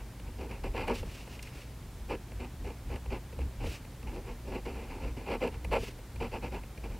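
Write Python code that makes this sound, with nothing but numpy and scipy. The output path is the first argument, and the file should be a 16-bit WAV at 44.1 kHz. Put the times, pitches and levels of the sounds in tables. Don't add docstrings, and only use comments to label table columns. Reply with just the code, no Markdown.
import sys
import numpy as np
from scipy import signal
from scipy.fft import rfft, irfft
from scipy.io import wavfile
from scipy.ndimage import uniform_filter1d

SR = 44100
rng = np.random.default_rng(int(sys.argv[2]) if len(sys.argv) > 2 else 0)


def transcribe(signal):
    frames = np.atleast_2d(signal).T
    limited = np.clip(frames, -1, 1)
    pcm = np.round(limited * 32767).astype(np.int16)
    wavfile.write(sys.argv[1], SR, pcm)


N = 308259
TIME = np.arange(N) / SR


# (pitch [Hz], width [Hz], relative level [dB])
DESK_TONES = [(180, 16, -3), (241.6, 22.7, 3.5), (309, 70, -2), (385, 60, 2)]
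PAD_TONES = [(403, 34, -3.5), (458, 28, 2), (521, 72, -2), (664, 49, -8)]
SHEET_TONES = [(783, 86, -0.5), (907, 65, 1.5), (989, 72, -3), (1132, 36, -8.5), (1209, 24, -9.5),
               (1351, 44, -12)]
BARREL_TONES = [(1460, 89, -3.5), (1690, 80, -2.5), (2080, 167, 0), (2420, 135, 3.5), (2646, 113, 3.5),
                (2880, 248, -2), (4300, 460, -15), (4830, 240, -14.5), (5880, 350, -26), (7440, 210, -22),
                (11300, 2900, -29)]
NIB_TONES = [(4690, 730, 8), (5680, 810, 8.5), (7370, 900, 5.5), (8700, 1100, 5.5), (10500, 850, 3.5),
             (12300, 1600, 1.5), (14900, 1600, -6)]

def pen():
    on_desk, on_pad, on_sheet, on_barrel, on_nib = strokes(grain_db=1.77, shared=0.44, sharpness=3.1)
    knock, slap, ring, tick = taps(boosts_db=[20, 19, 20.5, 10], skid_s=0.0069, push_s=0.0008)
    desk = soften(resonate(on_desk + from_db(-6) * knock, DESK_TONES), hz=735)
    pad = soften(resonate(on_pad + knock, PAD_TONES), hz=1210)
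    sheet = soften(resonate(on_sheet + slap, SHEET_TONES), hz=1980)
    barrel = resonate(on_barrel + ring, BARREL_TONES)
    nib = resonate(tick + soften(on_nib, hz=6570), NIB_TONES)
    return desk + pad + sheet + barrel + nib


# (start [s], speeding up [s], slowing down [s], strength [dB],
# extra scratch from the nib's angle [dB], extra lean on the desk [dB])
PEN_STROKES = [(-0.007, 0.0059, 0.033, -58, 3, 0), (0.226, 0.049, 0.041, -59.5, 0.5, -3),
               (0.376, 0.018, 0.11, -46, -2.5, 1), (0.474, 0.038, 0.097, -52, 2.5, -1),
               (0.633, 0.0047, 0.081, -43.5, -1, -2), (0.725, 0.062, 0.11, -41.5, 4.5, -1),
               (0.864, 0.018, 0.092, -34.5, 0.5, 0), (2.08, 0.039, 0.052, -37.5, -0.5, 2),
               (2.376, 0.04, 0.076, -49, 1, 1), (2.63, 0.024, 0.094, -48, -2, -1),
               (2.878, 0.044, 0.078, -46.5, -1, -1.5), (3.09, 0.043, 0.06, -40.5, 0, 2.5),
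               (3.393, 0.015, 0.039, -54, 2.5, -5), (3.585, 0.032, 0.097, -51, 0.5, 0),
               (4.061, 0.012, 0.057, -50, 2, 0.5), (4.107, 0.044, 0.086, -45.5, -5.5, 0.5),
               (4.224, 0.075, 0.048, -48.5, -1.5, 0.5), (4.44, 0.046, 0.059, -44.5, -7.5, -1.5),
               (4.49, 0.062, 0.057, -41.5, -0.5, 1.5), (4.645, 0.016, 0.095, -45, 0.5, 1.5),
               (4.715, 0.053, 0.15, -49.5, 0, -2), (4.855, 0.063, 0.12, -52.5, 3, 1),
               (4.976, 0.069, 0.094, -46.5, -0.5, -0.5), (5.163, 0.0075, 0.11, -49.5, -2, 0),
               (5.24, 0.092, 0.047, -36, 1, -2.5), (5.396, 0.035, 0.077, -33.5, -1, 2),
               (5.495, 0.047, 0.033, -55, 2.5, -3), (5.702, 0.034, 0.068, -28.5, 0, -10),
               (6.194, 0.019, 0.078, -39, 1, -0.5), (6.304, 0.042, 0.051, -39, 0, -1),
               (6.41, 0.029, 0.066, -44, 1, 2), (6.498, 0.051, 0.056, -44, 0.5, -1),
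               (6.83, 0.0089, 0.052, -48, 0.5, 0.5), (6.894, 0.007, 0.12, -54, -2.5, -1)]
# (gain at usual strength [dB], growth with stroke strength [dB per dB])
STROKE_REACH = [(2, 0.71), (-1.2, 1.0354), (-2.5, 0.8551), (-5, 0.7954), (-19.5, 0.53)]

def strokes(grain_db, shared, sharpness, usual_db=-45):
    speed, powers = np.zeros(N), np.zeros((len(STROKE_REACH), N))
    reach_db, growth = np.transpose(STROKE_REACH)
    for start, rise, fall, db, scratch_db, lean_db in PEN_STROKES:
        move = movement(start, rise, fall)
        speed += move
        extra_db = [lean_db, 0, scratch_db, scratch_db, 0]
        levels_db = usual_db + reach_db + growth * (db - usual_db) + extra_db
        powers += from_db(levels_db)[:, None] ** 2 * move ** sharpness
    roughness = from_db(grain_db * drift(per_s=260))
    common = np.sqrt(shared) * slips(speed, per_s=4500, spread_db=2.5)
    forces = []
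    for power in powers:
        own = np.sqrt(1 - shared) * slips(speed, per_s=7000, spread_db=1.5)
        forces.append(np.sqrt(power) * rms_one(roughness * (common + own)))
    return forces


def slips(speed, per_s, spread_db):
    chance = np.clip(per_s * (.3 + speed) / SR, 1e-4, 1)
    sizes = from_db(spread_db * np.minimum(rng.exponential(1, N), 4))
    signs = rng.choice([-1, 1], N)
    happens = rng.random(N) < chance
    return rms_one(sizes * signs * happens / np.sqrt(chance))


# (time [s], relative knock in the pad [dB],
# slap of the loose sheet above the knock [dB], ring of the pen above the knock [dB])
NIB_TAPS = [(0.196, -49, -11, -1), (0.411, -37, -8.5, -10.5), (0.511, -40.5, -7.5, -5), (0.64, -36, -4, -9),
            (0.744, -30.5, -10, -27), (0.879, -31, 2, -4.5), (0.901, -28, -3, -19), (0.914, -33, -15, -15),
            (1.028, -33.5, -8.5, -16), (1.273, -42.5, -7, -8), (2.106, -34.5, 3, -14),
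            (2.317, -46.5, -3, -4.5), (2.645, -40, -5, -13), (2.899, -40.5, -5, -17),
            (2.958, -47.5, 2, 4.5), (3.057, -42.5, -1, -8), (3.326, -42, -9, -10),
            (3.387, -34.5, -7.5, -13), (3.638, -31, -6.5, -21), (3.666, -33.5, -19, -13),
            (3.847, -46.5, -9, -6), (4.027, -47, -4, -1.5), (4.661, -33, -11, -12), (5.166, -43, -8, -18),
            (5.474, -33, -20, -8), (5.645, -38, -3, -1.5), (5.729, -27.5, 2, -12), (5.987, -43, -9, -9),
            (6.157, -47.5, -4, 1.5), (6.211, -34, -12, -16), (6.438, -35, -6, -15), (6.634, -46.5, -5, -5),
            (6.775, -46, -10, -2), (6.836, -47, 5, -8)]
# (time [s], relative barrel level [dB], relative nib level [dB])
FINGER_CLICKS = [(1.391, -41, -47), (1.426, -47.5, -32), (1.471, -46, -51)]

def taps(boosts_db, skid_s, push_s):
    forces = np.zeros((4, N))
    age = np.arange(SR // 20) / SR
    push = signal.unit_impulse(len(age), round(SR * push_s))
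    contacts = [(s, db, db + slap, db + ring, db + ring) for s, db, slap, ring in NIB_TAPS]
    contacts += [(s, -np.inf, -np.inf, barrel, nib) for s, barrel, nib in FINGER_CLICKS]
    for start, *parts_db in contacts:
        skid = rng.standard_normal(len(age)) * np.exp(-(age / skid_s) ** 2)
        skid /= np.linalg.norm(skid)
        gains = from_db(np.array(parts_db) + boosts_db)
        at = round(start * SR)
        forces[:, at:at + len(age)] += gains[:, None] * [push, push, skid, skid]
    return forces


# (start [s], speeding up [s], slowing down [s], level [dB])
HAND_SLIDES = [(0.915, 0.054, 0.064, -45), (1.01, 0.14, 0.14, -51.5), (1.25, 0.083, 0.071, -52),
               (1.39, 0.073, 0.062, -54.5), (1.5, 0.071, 0.15, -54.5), (3.601, 0.11, 0.095, -47),
               (5.755, 0.093, 0.092, -46.5)]
# (pitch [Hz], relative level [dB])
SKIN_COLOUR = [(300, -3), (1000, -9), (1500, -11), (2000, -6.5), (2450, -2), (2800, -1), (3300, -9.5),
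               (5000, -10), (7000, -15), (10000, -19.5), (16000, -25)]

def hand(flutter_db, judder_db, sharpness):
    glide = sum(from_db(db) * movement(*timing) ** sharpness for *timing, db in HAND_SLIDES)
    level = glide * from_db(flutter_db * drift(per_s=90))
    catches = slips(level / level.max(), per_s=370, spread_db=6)
    judder = soften(resonate(catches, DESK_TONES + PAD_TONES[1:]), hz=1000)
    return level * (noise(SKIN_COLOUR) + from_db(judder_db) * judder)


# (time [s], level [dB])
HAND_SHOVES = [(0.28, -49), (0.44, -43.5), (0.68, -33.5), (0.8, -40), (0.94, -39), (1.04, -37),
               (2.04, -42.5), (2.37, -39.5), (2.63, -40), (2.91, -36), (3.1, -36.5), (3.43, -32),
               (3.65, -33.5), (4.08, -40.5), (5.07, -35.5), (5.56, -43), (5.69, -33.5), (5.79, -38),
               (6.2, -39), (6.56, -41.5), (6.82, -43), (6.93, -42)]

def desk_sway(hz, wander, rumble_db, rest_db, stroke_db, rise_s=0.088, fall_s=0.11):
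    pitch_hz = hz * (1 + wander * drift(per_s=14))
    swing = np.sqrt(2) * np.sin(2 * np.pi * np.cumsum(pitch_hz) / SR)
    swing += from_db(rumble_db) * desk_rumble()
    even_swing = swing / np.sqrt(uniform_filter1d(swing ** 2, size=SR // 14) + 1e-9)
    pushes = HAND_SHOVES + [(start + rise, stroke_db) for start, rise, *_ in PEN_STROKES]
    power = sum(from_db(db) ** 2 * movement(s - rise_s, rise_s, fall_s) ** 4 for s, db in pushes)
    return np.sqrt(from_db(rest_db) ** 2 + power) * even_swing


# (pitch [Hz], relative level [dB])
RUMBLE_COLOUR = [(28, -3), (45, 0.5), (90, -1.5), (150, -14.5), (300, -16.5), (1000, -45), (4000, -80)]

def desk_rumble():
    return noise(RUMBLE_COLOUR)


# (pitch [Hz], level [dB])
HUM_TONES = [(60, -56.5), (120, -54.5)]
# (multiple of its base pitch [times], level [dB])
WHINE_TONES = [(6, -86), (7, -86), (8, -84.5), (9, -81), (10, -81.5), (11, -82.5), (12, -81), (13, -82),
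               (14, -84), (15, -83.5), (16, -86), (17, -89)]
# (pitch [Hz], relative level [dB])
ROOM_COLOUR = [(41, -54), (70, -6), (135, -6.5), (228, -11), (394, -17), (664, -20), (834, -20.5),
               (913, -20.5), (1120, -23.5), (1230, -25), (2270, -26.5), (2660, -29), (7060, -35),
               (16000, -39)]
HISS_COLOUR = [(25, -12), (120, -7), (500, 5), (2000, -4.5), (4000, 3), (9000, 1.5), (13000, 0.5),
               (16000, -1.5)]

def background(room_db, hiss_db, whine_base_hz):
    whine_cycles = np.cumsum(whine_base_hz * (1 + 0.000406 * drift(per_s=8))) / SR
    tones = [(hz * TIME, db) for hz, db in HUM_TONES]
    tones += [(multiple * whine_cycles, db) for multiple, db in WHINE_TONES]
    hum_and_whine = sum(np.sqrt(2) * from_db(db) * np.sin(2 * np.pi * (cycles + rng.random()))
                        for cycles, db in tones)
    room = from_db(room_db) * noise(ROOM_COLOUR)
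    hiss = from_db(hiss_db) * noise(HISS_COLOUR) * np.array([[1], [-1]])
    return hum_and_whine + room + hiss


def resonate(force, tones):
    click = signal.unit_impulse(SR // 8)
    ringing = 0
    for k, (hz, width, db) in enumerate(tones):
        decay = np.exp(-np.pi * width / SR)
        poles = [1, -2 * decay * np.cos(2 * np.pi * hz / SR), decay ** 2]
        gain = (-1) ** k * from_db(db) * (1 - decay ** 2)
        ringing = ringing + gain * signal.lfilter([1, 0, -1], poles, click)
    return signal.oaconvolve(force, ringing / np.linalg.norm(ringing))[:N]


def soften(x, hz):
    return signal.sosfilt(signal.butter(3, hz, fs=SR, output="sos"), x)


def movement(start, rise, fall):
    return np.sin(np.pi / 2 * np.interp(TIME, np.cumsum([start, rise, fall]), [0, 1, 0]))


def noise(colour):
    hz, db = np.transpose(colour)
    freqs = np.arange(N // 2 + 1) * SR / N + 1e-6
    gain = from_db(np.interp(np.log(freqs), np.log(hz), db))
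    low_fade = np.minimum(freqs / hz[0], 1) ** 2
    return rms_one(irfft(rfft(rng.standard_normal(N)) * gain * low_fade, N))


def drift(per_s):
    points = rng.standard_normal(int(N / SR * per_s) + 2)
    return rms_one(np.interp(TIME * per_s, np.arange(len(points)), points))


def from_db(db):
    return 10 ** (np.asarray(db) / 20)


def rms_one(x):
    return x / np.sqrt(np.mean(x ** 2) + 1e-20)


def scene():
    sway = desk_sway(hz=50.15, wander=.16, rumble_db=-1.5, rest_db=-47.5, stroke_db=-42)
    writing = pen() + hand(flutter_db=1.5, judder_db=-4.5, sharpness=1.4)
    return writing + sway + background(room_db=-51, hiss_db=-67.5, whine_base_hz=757.3)


def record(dry, cutoff_hz=15850):
    treble_cut = signal.firwin(301, cutoff_hz, fs=SR)
    return signal.oaconvolve(dry, treble_cut[None], mode="same", axes=1)


dry = scene()
out = record(dry)
transcribe(out)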